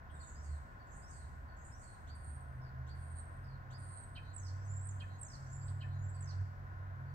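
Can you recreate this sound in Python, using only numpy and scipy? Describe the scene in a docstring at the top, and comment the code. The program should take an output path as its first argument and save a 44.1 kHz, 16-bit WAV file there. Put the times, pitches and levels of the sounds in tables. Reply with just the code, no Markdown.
"""Starling among houses

A starling sings in a tree: rasps, high trills, clucks, and rising whistles that tumble down in pips.
Each voice is a sine on a moving pitch, roughened by random wobble and fast sweeps.
The song echoes off the walls, through decaying noise, and reaches two spaced microphone ports.
Behind it, shaped noise makes the steady rush of far traffic, and two wavering tones a low engine drone.
"""
import sys
import numpy as np
from scipy import signal
from scipy.fft import rfft, irfft, next_fast_len
from scipy.io import wavfile
from scipy.ndimage import map_coordinates

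SR = 44100
rng = np.random.default_rng(int(sys.argv[2]) if len(sys.argv) > 2 else 0)


def to_wav(s):
    """Save 16-bit WAV."""
    ch = np.atleast_2d(s).T  # columns
    pcm = np.round(np.clip(ch, -1, 1) * 32767)  # PCM
    wavfile.write(sys.argv[1], SR, pcm.astype(np.int16))


N = 314874
TIME = np.arange(N) / SR

# Song levels are at the bird, before its facing and the yard; t is the onset.
# high pulsing trills; the swell's peak is counted from the onset and may lie past the end:
# (t/s, length/s, swell peak/s, start f/Hz, end f/Hz, peak level/dB, swell/dB)
TRILLS = [(2.149, 0.28, .13, 8740, 8590, -61.5, 5.5), (2.949, .282, 0.29, 8900, 8460, -57.5, 14.5),
          (3.779, 0.27, 0.35, 8860, 8430, -54.5, 7.5)]
DROP_S, DROP_HZ, DROP_DB = 0.029, 387, 5.5  # a trill ends in a quick droop
# rasps, a tone swept up and down very fast; the peak may lie past the end:
# (t/s, length/s, swell peak/s, start f/Hz, end f/Hz, sweep either side f/Hz, peak level/dB)
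RASPS = [(0.105, 0.27, .19, 8610, 7050, 610, -60.5), (0.413, 0.17, 0.022, 6940, 8260, 1200, -63.5),
         (0.866, 0.08, 0.079, 7250, 6900, 655, -64), (0.933, 0.11, 0.02, 7450, 8000, 1100, -64),
         (1.074, .17, .035, 6660, 8480, 1150, -60.5), (1.564, .065, 0.075, 7120, 6990, 680, -65.5),
         (1.638, 0.1, 0.014, 7560, 7880, 880, -62), (1.772, 0.19, 0.066, 6770, 8680, 1080, -61.5)]
RASP_RISE_DB, RASP_FALL_DB = 11.5, 9.5  # swell and fade
RASP_SETTLE = 2  # exponent: higher settles the centre pitch earlier
CEILING_HZ = 8640  # the sweeps narrow as they near the top of the voice
# soft warbles from the low side of the syrinx: (t/s, length/s, start f/Hz, end f/Hz, level/dB)
WARBLES = [(0.197, 0.04, 4860, 3600, -67), (0.438, 0.13, 4990, 3870, -75), (1.107, .14, 5000, 3980, -74),
           (1.82, .14, 4660, 4080, -75.5), (2.613, 0.082, 5410, 4370, -75.5),
           (3.436, 0.13, 5170, 4050, -76), (5.607, 0.028, 5000, 4740, -74.5),
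           (6.137, 0.062, 4700, 4610, -75.5)]
# slurs, plain gliding whistles: (t/s, length/s, start f/Hz, end f/Hz, level/dB)
SLURS = [(0.353, 0.068, 4800, 5730, -72.5), (0.793, 0.031, 4620, 4440, -75),
         (1.022, 0.067, 4830, 6040, -71), (1.48, 0.043, 4600, 4400, -76), (1.711, 0.053, 5060, 6150, -69.5),
         (4.25, 0.064, 6130, 7000, -83.5), (4.623, .08, 7260, 8400, -76.5),
         (5.136, 0.04, 6340, 6830, -76.5), (5.464, 0.11, 7100, 8380, -75), (7.062, 0.067, 4590, 4450, -84)]
# climbs, long whistles that scoop up to a shelf and then lift: (t/s, lift t/s, end t/s, shelf f/Hz, level/dB)
CLIMBS = [(4.594, 4.802, 4.855, 7170, -58.5), (5.424, 5.641, 5.705, 7154, -60)]
SCOOP_HZ, SCOOP_DB = 2000, 19  # how far below the shelf the whistle starts
SCOOP_S, CREEP_HZ_PER_S = .098, 2300  # time to reach the shelf, and the slow rise along it
LIFT_S, LIFT_HZ, LIFT_DB = .035, 510, -3.5  # the last step up
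# quavers, rising whistles that break into slow vibrato: (t/s, length/s, start f/Hz, end f/Hz, level/dB)
QUAVERS = [(5.923, .265, 6470, 7820, -67)]
SWAY_AFTER_S = .114
# cascades, runs of falling pips, before the voice's strength by pitch:
# (t/s, length/s, top f/Hz, bottom f/Hz, first pip level/dB, last pip level/dB, lead-in flick level/dB)
CASCADES = [(4.366, 0.12, 7830, 4550, -43.5, -43, -52.5), (4.872, 0.04, 8340, 6270, -45.5, -42.5, -48),
            (5.217, .138, 8300, 4287, -41, -44, -57), (6.211, 0.1, 8040, 4200, -49.5, -41, -64)]
PIP_GAP_S = .017  # nominal; each run rounds to whole steps
# strength of a pip by its pitch: (f/Hz, level/dB)
PIP_VOICE = [(4200, -17.5), (4650, -13), (5500, -15.5), (6100, -19), (6500, -9.5), (7000, -9.5),
             (7400, -1.5), (8300, -2.5)]
# hiccups that announce each trill: (t/s, level/dB, held f/Hz)
HICCUPS = [(2.067, -61.5, 4630), (2.865, -63, 4620), (3.701, -60.5, 4840)]
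# clucks: (t/s, level/dB, relative level of the last step/dB)
CLUCKS = [(4.152, -47.5, -14), (4.997, -51, -10), (5.804, -51.5, -6)]
# the first steps of one cluck: (delay t/s, length/s, f/Hz, relative level/dB)
CLUCK_STEPS = [(0, .03, 3095, -3), (0.015, 0.027, 2535, -4.5)]
# short bill ticks: (t/s, f/Hz, level/dB, pitch scatter f/Hz)
TICKS = [(.098, 3320, -67, 200), (.155, 3730, -67, 100), (5.682, 4200, -63.5, 900)]

# the bird turns its head towards the microphone: (t/s, direct sound level/dB)
FACING = [(1.9, -8), (2.1, -4)]
# decay time of the tail among the houses: (f/Hz, t60/s)
YARD_T60 = [(3000, 0.42), (5000, 1), (9000, 0.71)]
# the bird's balance at the two ports: (f/Hz, left minus right level/dB)
PORT_LEAN = [(3100, 0.5), (4400, -13.5), (6500, -6), (8000, -10.5)]
# phase by which the left port leads: (f/Hz, phase/rad)
PORT_LEAD = [(3000, 0.65), (4600, 2.4), (7000, 4.77), (8600, 3.8)]

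# relative spectrum of the tyre rush: (f/Hz, level per Hz/dB)
TYRE_SPECTRUM = [(150, -0.5), (300, -3.5), (420, -5.5), (720, 1), (880, -2), (1030, 3.5), (1200, -4),
                 (1470, 0.5), (1800, -2), (2300, -15.5), (3000, -23), (9000, -34)]
# narrow humming bands in the traffic: (f/Hz, boost level/dB)
STREET_HUMS = [(246, 4), (310, 2.5), (665, 2.5), (750, 2.5), (1000, 0.5), (1060, 6.5), (1296, 5), (1470, 9),
               (1600, 1.5)]
# relative spectrum of the low rumble: (f/Hz, level per Hz/dB)
RUMBLE_SPECTRUM = [(15, -26), (30, -6), (47, 1), (60, 0), (110, -4), (160, -10.5), (220, -20), (350, -31.5),
                   (700, -75)]
# likeness of the noise at the two ports: (f/Hz, left-right correlation)
PORT_LIKENESS = [(100, 0.81), (250, 0.76), (1500, 0.46), (4000, 0.011)]
# engine pitches before waver: (t/s, low tone f/Hz, high tone f/Hz)
ENGINE_HZ = [(0, 73.85, 133), (2.85, 75.27, 128.1), (3.5, 93.3, 131.7), (4.7, 96.23, 134.2),
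             (7.1, 93.76, 136.9)]
# engine's low exhaust tone, before trim and flutter: (t/s, level/dB)
ENGINE_LOW = [(0.0, -55), (0.54, -42.5), (0.79, -68.5), (1.31, -49.5), (1.83, -60.5), (2.26, -45.5),
              (2.5, -49.5), (2.62, -57), (2.82, -45.5), (4.06, -53.5), (4.53, -42.5), (5.01, -42),
              (5.37, -58), (5.69, -42.5), (6.42, -39.5), (6.48, -47), (6.94, -44), (7.14, -49.5)]
# engine's high tone, far off and then nearer, before trim and flutter: (t/s, level/dB)
ENGINE_HIGH = [(0.0, -83), (0.35, -63), (2.08, -68.5), (2.4, -53), (2.45, -57), (2.63, -46), (3.36, -58.5),
               (3.56, -46.5), (3.64, -60), (3.71, -47), (3.98, -62), (4.78, -51), (5.32, -63), (5.43, -47),
               (5.88, -47), (6.92, -58), (7.0, -47.5), (7.1, -50)]
PORT_LAG = 16 / SR  # s, the street reaches the left port this much later
TOP_HZ = 15700  # band limit of the microphone path


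def amp(db):
    """Decibels to gain."""
    return 10 ** (np.asarray(db) / 20)


def unit(x):
    """Scale to rms 1."""
    return x / np.sqrt(np.mean(x ** 2) + 1e-20)


def along(points, hz):
    """(Hz, value) points read on a log axis."""
    f, v = np.transpose(points)
    return np.interp(np.log(hz + 1), np.log(f + 1), v)


def curves(rows, t):
    """Each column after the time, read at times t."""
    s, *cols = np.transpose(rows)
    return [np.interp(t, s, c) for c in cols]


def wobble(rate, t):
    """A smooth random curve with rate knots a second."""
    u = (t - t[0]) * rate
    return map_coordinates(rng.standard_normal(int(u[-1]) + 4), [u + 1], mode="mirror")


def turns(hz):
    """Running phase of a moving frequency."""
    return 2 * np.pi * np.cumsum(hz) / SR


def tone(hz):
    """A sine of rms 1 on a moving pitch."""
    return np.sqrt(2) * np.sin(turns(hz))


def filtered(x, response):
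    """x times a response of frequency."""
    m = next_fast_len(N + SR // 2)
    return irfft(rfft(x, m) * response(np.fft.rfftfreq(m, 1 / SR)), m)[..., :N]


def add(track, s, sound):
    """Mix a sound into the track at time s."""
    part = track[max(round(s * SR), 0):][:len(sound)]
    part += sound[:len(part)]


def ramp(t, start, length):
    """Rises from 0 to 1 over length seconds from start."""
    return np.clip((t - start) / max(length, .001), 0, 1)


def note(length, fade):
    """Time since the start of a note, its progress 0-1, and its soft-edged gate."""
    t = np.arange(-fade / 2, max(length, .01) + fade / 2, 1 / SR)
    edge = np.clip(np.minimum(t - t[0], t[-1] - t) / fade, 0, 1)
    return t, np.clip(t / length, 0, 1), np.sin(edge * np.pi / 2) ** 2


def pip(hz, length, glide, rough_hz=110):
    """A short, slightly rough tone whose pitch slides by the share glide."""
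    u = np.linspace(0, 1, round(length * SR))
    pitch = hz * (1 + glide * (u - .5)) + rough_hz * wobble(900, u * length)
    return np.sin(np.pi * u) ** 2 * tone(pitch)


def whistle(t, hz, db, waver=0.011, flutter_db=2.5):
    """A thin tone with a slight quiver."""
    return amp(db + flutter_db * wobble(98, t)) * tone(hz * (1 + waver * wobble(500, t)))


def starling(bright_hz=9000, wall_lean=0.39):
    """The whole song in its yard; the treble favours the right port and reaches the two out of step."""
    song = slurs() + climbs() + quavers() + trills() + hiccups() + rasps() + warbles() + cascades() + clucks()
    song = filtered(song, lambda hz: 1 / np.sqrt(1 + (hz / bright_hz) ** 60))
    direct_db, = curves(FACING, TIME)
    ports = np.array([[.5], [-.5]])

    def to_ports(hz):
        return amp(ports * along(PORT_LEAN, hz)) * np.exp(1j * ports * along(PORT_LEAD, hz))

    direct = filtered(song * amp(direct_db), to_ports)
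    # what the bill does not send this way goes to the walls
    echoes = yard(song * amp(-direct_db / 2))
    walls = filtered(echoes, lambda hz: amp(wall_lean * ports * along(PORT_LEAN, hz)))
    return direct + walls


def slurs():
    """Quiet whistles that glide straight from one pitch to another."""
    out = np.zeros(N)
    for s, length, from_hz, to_hz, db in SLURS:
        t, u, gate = note(length, fade=0.012)
        add(out, s + t[0], gate * whistle(t, from_hz + (to_hz - from_hz) * u, db))
    return out


def climbs(bend=0.71):
    """The whistle gains strength as it scoops up, creeps along its shelf, then lifts and thins."""
    out = np.zeros(N)
    for s, lift_s, end_s, shelf_hz, db in CLIMBS:
        t, u, gate = note(end_s - s, fade=.015)
        below, lift = 1 - ramp(t, 0, SCOOP_S), ramp(t, lift_s - s, LIFT_S)
        creep_hz = CREEP_HZ_PER_S * np.maximum(t - SCOOP_S, 0)
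        hz = shelf_hz - SCOOP_HZ * below ** bend + creep_hz + LIFT_HZ * lift
        add(out, s + t[0], gate * whistle(t, hz, db - SCOOP_DB * np.sqrt(below) + LIFT_DB * lift))
    return out


def quavers(vibrato_hz=19, swing_hz=330, throb_db=4, rise_db=17, fade_db=6):
    """A faint rising whistle swells and starts to sway, loudest at the top of each sway."""
    out = np.zeros(N)
    for s, length, from_hz, to_hz, db in QUAVERS:
        t, u, gate = note(length, fade=0.017)
        sway = np.sin(2 * np.pi * vibrato_hz * np.maximum(t - SWAY_AFTER_S, 0))
        rise = rise_db * (ramp(t, 0, SWAY_AFTER_S) ** 2 - 1)
        fall = fade_db * ramp(t, SWAY_AFTER_S, length - SWAY_AFTER_S)
        hz = from_hz + (to_hz - from_hz) * u + swing_hz * sway
        add(out, s + t[0], gate * whistle(t, hz, db + rise - fall + throb_db * sway))
    return out


def trills(pulse_hz=115, depth=0.44, swing_hz=70, under_db=-22, strand_db=-23, strand_hz=7520, rough_hz=50):
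    """A high tone pulses fast as it sinks and swells, over a weak second strand and an octave-down partial."""
    out = np.zeros(N)
    for s, length, peak_s, from_hz, to_hz, db, swell_db in TRILLS:
        t, u, gate = note(length, fade=0.0072)
        droop = ramp(t, length - DROP_S, DROP_S)
        swell = -swell_db * abs(t / peak_s - 1)
        loud = gate * amp(db + swell - DROP_DB * droop + 3.1 * wobble(60, t))
        beat = turns(pulse_hz * (1 + 0.034 * wobble(38.6, t)))
        hoarse_hz = rough_hz + 300 * np.exp(-(t - t[0]) / 0.071)  # the note starts hoarse, then settles
        glide_hz = from_hz + (to_hz - from_hz) * u - DROP_HZ * droop
        hz = glide_hz + swing_hz * np.sin(beat) + hoarse_hz * wobble(900, t)
        low = amp(under_db) * tone(hz / 2 + 300 * np.sin(beat))
        # the strand peaks early in the note
        strand_level = strand_db + 6.5 - 44 * abs(t - .075)
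        strand = amp(strand_level) * tone(strand_hz + 150 * wobble(800, t))
        add(out, s + t[0], loud * (1 + depth * np.cos(beat)) * (tone(hz) + low + strand))
    return out


def hiccups(sweep_db=-7, octave_db=-2, held_db=-3):
    """Two scratchy upward flicks with their octaves, then a hoarse tone that scoops up to its pitch and fades."""
    out = np.zeros(N)
    t, held_t = (np.arange(round(d * SR)) / SR for d in (.024, .07))
    u = t / t[-1]
    for s, db, held_hz in HICCUPS:
        for delay in (0, .018):
            hz = 2700 + 1700 * u + 200 * wobble(1550, t)
            flick = tone(hz) + amp(octave_db) * tone(2 * hz)
            add(out, s + delay, amp(db + sweep_db) * np.sin(np.pi * u) * flick)
        hz = held_hz - 1500 * np.exp(-held_t / .008) + 120 * wobble(700, held_t)
        add(out, s + 0.015, amp(db + held_db) * np.sin(np.pi * held_t / held_t[-1]) * tone(hz))
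    return out


def rasps(sweep_rate_hz=200, scatter=0.08, flutter_db=3.0):
    """Uneven fast sweeps smear the tone into a scratchy band, which swells, settles in pitch and fades."""
    out = np.zeros(N)
    for s, length, peak_s, from_hz, to_hz, width_hz, db in RASPS:
        t, u, gate = note(length, fade=0.019)
        centre = to_hz + (from_hz - to_hz) * (1 - u) ** RASP_SETTLE
        rise = RASP_RISE_DB * (1 - ramp(t, 0, peak_s))
        fall = RASP_FALL_DB * ramp(t, peak_s, length - peak_s)
        beat = turns(sweep_rate_hz * (1 + 0.33 * wobble(120, t)))
        width = np.minimum(width_hz, CEILING_HZ - centre)
        hz = centre + width * (np.sin(beat) + scatter * wobble(2000, t))
        loud = gate * amp(db - rise - fall + flutter_db * wobble(107, t))
        add(out, s + t[0], loud * (1 + 0.3 * np.cos(beat)) * tone(hz))
    return out


def warbles(shake_hz=75, swing_hz=200, rough_hz=120):
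    """Quiet falling notes with a wide, rough vibrato that also pulses their loudness."""
    out = np.zeros(N)
    for s, length, from_hz, to_hz, db in WARBLES:
        t, u, gate = note(length, fade=0.0084)
        beat = turns(shake_hz * (1 + 0.15 * wobble(50, t)))
        hz = from_hz + (to_hz - from_hz) * u + swing_hz * np.sin(beat) + rough_hz * wobble(800, t)
        add(out, s + t[0], gate * amp(db) * (1 + .5 * np.cos(beat)) * tone(hz))
    return out


def cascades(length=.0125, glide=-0.04, split_db=-6, split_below_hz=5500, flick_s=0.019, flick_rise_db=16,
             stray=0.009):
    """An upward flick, then pips in near-even steps down; the low ones scatter a rough band above them."""
    out = np.zeros(N)
    t = np.arange(round(0.045 * SR)) / SR
    for start, run_s, top_hz, bottom_hz, first_db, last_db, flick_db in CASCADES:
        flick_t, u, gate = note(flick_s, fade=.008)
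        flick = gate * whistle(flick_t, 7200 + 1400 * u, flick_db - flick_rise_db * (1 - u))
        add(out, start - PIP_GAP_S - flick_s, flick)
        for step in np.linspace(0, 1, round(run_s / PIP_GAP_S) + 1):
            s = start + run_s * step - length / 2
            hz = top_hz * (bottom_hz / top_hz) ** step
            loud = amp(first_db + (last_db - first_db) * step + along(PIP_VOICE, hz))
            add(out, s, loud * pip(hz * (1 + stray * rng.standard_normal()), length, glide))
            if hz < split_below_hz:
                band = np.hanning(len(t)) * tone(hz * (1.15 + 0.14 * wobble(1500, t)))
                add(out, s, loud * amp(split_db) * band)
    return out


def clucks(scrape_db=-13, scrape_hz=4000, scrape_spread_hz=450, last_hz=1750, burr_db=-23, burr_hz=4050,
           tick_t60=0.15):
    """A scrape opens three tones that step down, then a soft burr follows; the bill ticks now and then."""
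    out = np.zeros(N)
    t, burr_t = (np.arange(round(d * SR)) / SR for d in (.03, .17))
    for s, db, last_db in CLUCKS:
        scrape = np.hanning(len(t)) ** .5 * tone(scrape_hz + scrape_spread_hz * wobble(2000, t))
        add(out, s - .003, amp(db + scrape_db) * scrape)
        for delay, length, hz, step_db in CLUCK_STEPS + [(.028, .035, last_hz, last_db)]:
            add(out, s + delay, amp(db + step_db) * pip(hz, length, glide=0.033, rough_hz=96))
        burr = np.hanning(len(burr_t)) * tone(burr_hz + 200 * wobble(1100, burr_t))
        add(out, s + 0.049, amp(db + burr_db) * burr)
    for s, hz, db, scatter_hz in TICKS:
        decay = amp(db - 60 * t / tick_t60) * ramp(t, 0, .002)
        add(out, s - .003, decay * tone(hz + scatter_hz * wobble(1500, t)))
    return out


def yard(song, near_db=-8.5, near_t60=0.12, far_db=-11):
    """Near roofs blur the song and the houses around give a thin tail, both as decaying noise."""
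    hz, t, z = signal.stft(rng.standard_normal((2, SR)), SR, nperseg=256)
    decay = amp(-60 * t / along(YARD_T60, hz)[:, None])
    tail = signal.istft(z * decay, SR, nperseg=256)[1][:, :SR]
    near = rng.standard_normal((2, SR)) * amp(-60 * TIME[:SR] / near_t60)
    answer = (amp(far_db) * unit(tail) + amp(near_db) * unit(near)) / np.sqrt(SR)
    return signal.fftconvolve(song[None], answer, axes=1)[:, :N]


def traffic(tyres_db=-58, rumble_db=-54, hiss_db=-85):
    """Far tyres rush over a low rumble, both shaped noise; a faint high hiss lies on top."""
    tyres = amp(tyres_db + 0.53 * wobble(6, TIME)) * rush(TYRE_SPECTRUM, STREET_HUMS)
    tyres = tyres * amp([[.7], [-.7]])  # a little louder at the left port
    tyres = filtered(tyres, lambda hz: 1 / np.sqrt(1 + (hz / 8500) ** 10))
    rumble = amp(rumble_db) * rush(RUMBLE_SPECTRUM)
    hiss = filtered(rng.standard_normal((2, N)), lambda hz: amp(along([(10000, -38.0), (11300, 4)], hz)))
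    return tyres + rumble + amp(hiss_db) * hiss


def rush(spectrum, bands=(), width_hz=18):
    """Coloured stereo noise of rms 1 with narrow raised bands, most alike at both ports in the bass."""
    def colour(hz):
        raised = sum(db / (1 + ((hz - f) / width_hz) ** 2) for f, db in bands)
        return amp(along(spectrum, hz) + raised)

    def mid_side(hz):
        # the angle between mid and side sets the left-right likeness
        turn = np.arccos(np.clip(along(PORT_LIKENESS, hz), -1, 1)) / 2
        return colour(hz) * [np.cos(turn), np.sin(turn)]

    mid, side = filtered(rng.standard_normal((2, N)), mid_side)
    return unit(np.array([mid + side, mid - side]))


def engine(waver=0.01765, flutter_db=2, flutter_rate=14, low_db=-2.0, high_db=-1.5):
    """Two low exhaust tones waver, swell and fade on their way over the roofs."""
    low_hz, high_hz = curves(ENGINE_HZ, TIME)

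    def level(rows, trim_db):
        return amp(trim_db + curves(rows, TIME)[0] + flutter_db * wobble(flutter_rate, TIME))

    def drone(hz):
        return tone(hz * (1 + waver * wobble(flutter_rate, TIME)))

    low = level(ENGINE_LOW, low_db) * drone(low_hz) * amp([[-1], [1]])  # leans to the right port
    return low + level(ENGINE_HIGH, high_db) * drone(high_hz)


def scene():
    """The bird sings ahead; the street reaches the right port a moment before the left."""
    sides = np.array([[1], [-1]])
    street = filtered(traffic() + engine(), lambda hz: np.exp(-1j * np.pi * hz * PORT_LAG * sides))
    return starling() + street


def record(dry):
    """The microphone path keeps nothing above its band limit."""
    return filtered(dry, lambda hz: hz < TOP_HZ)


dry = scene()
out = record(dry)
to_wav(out)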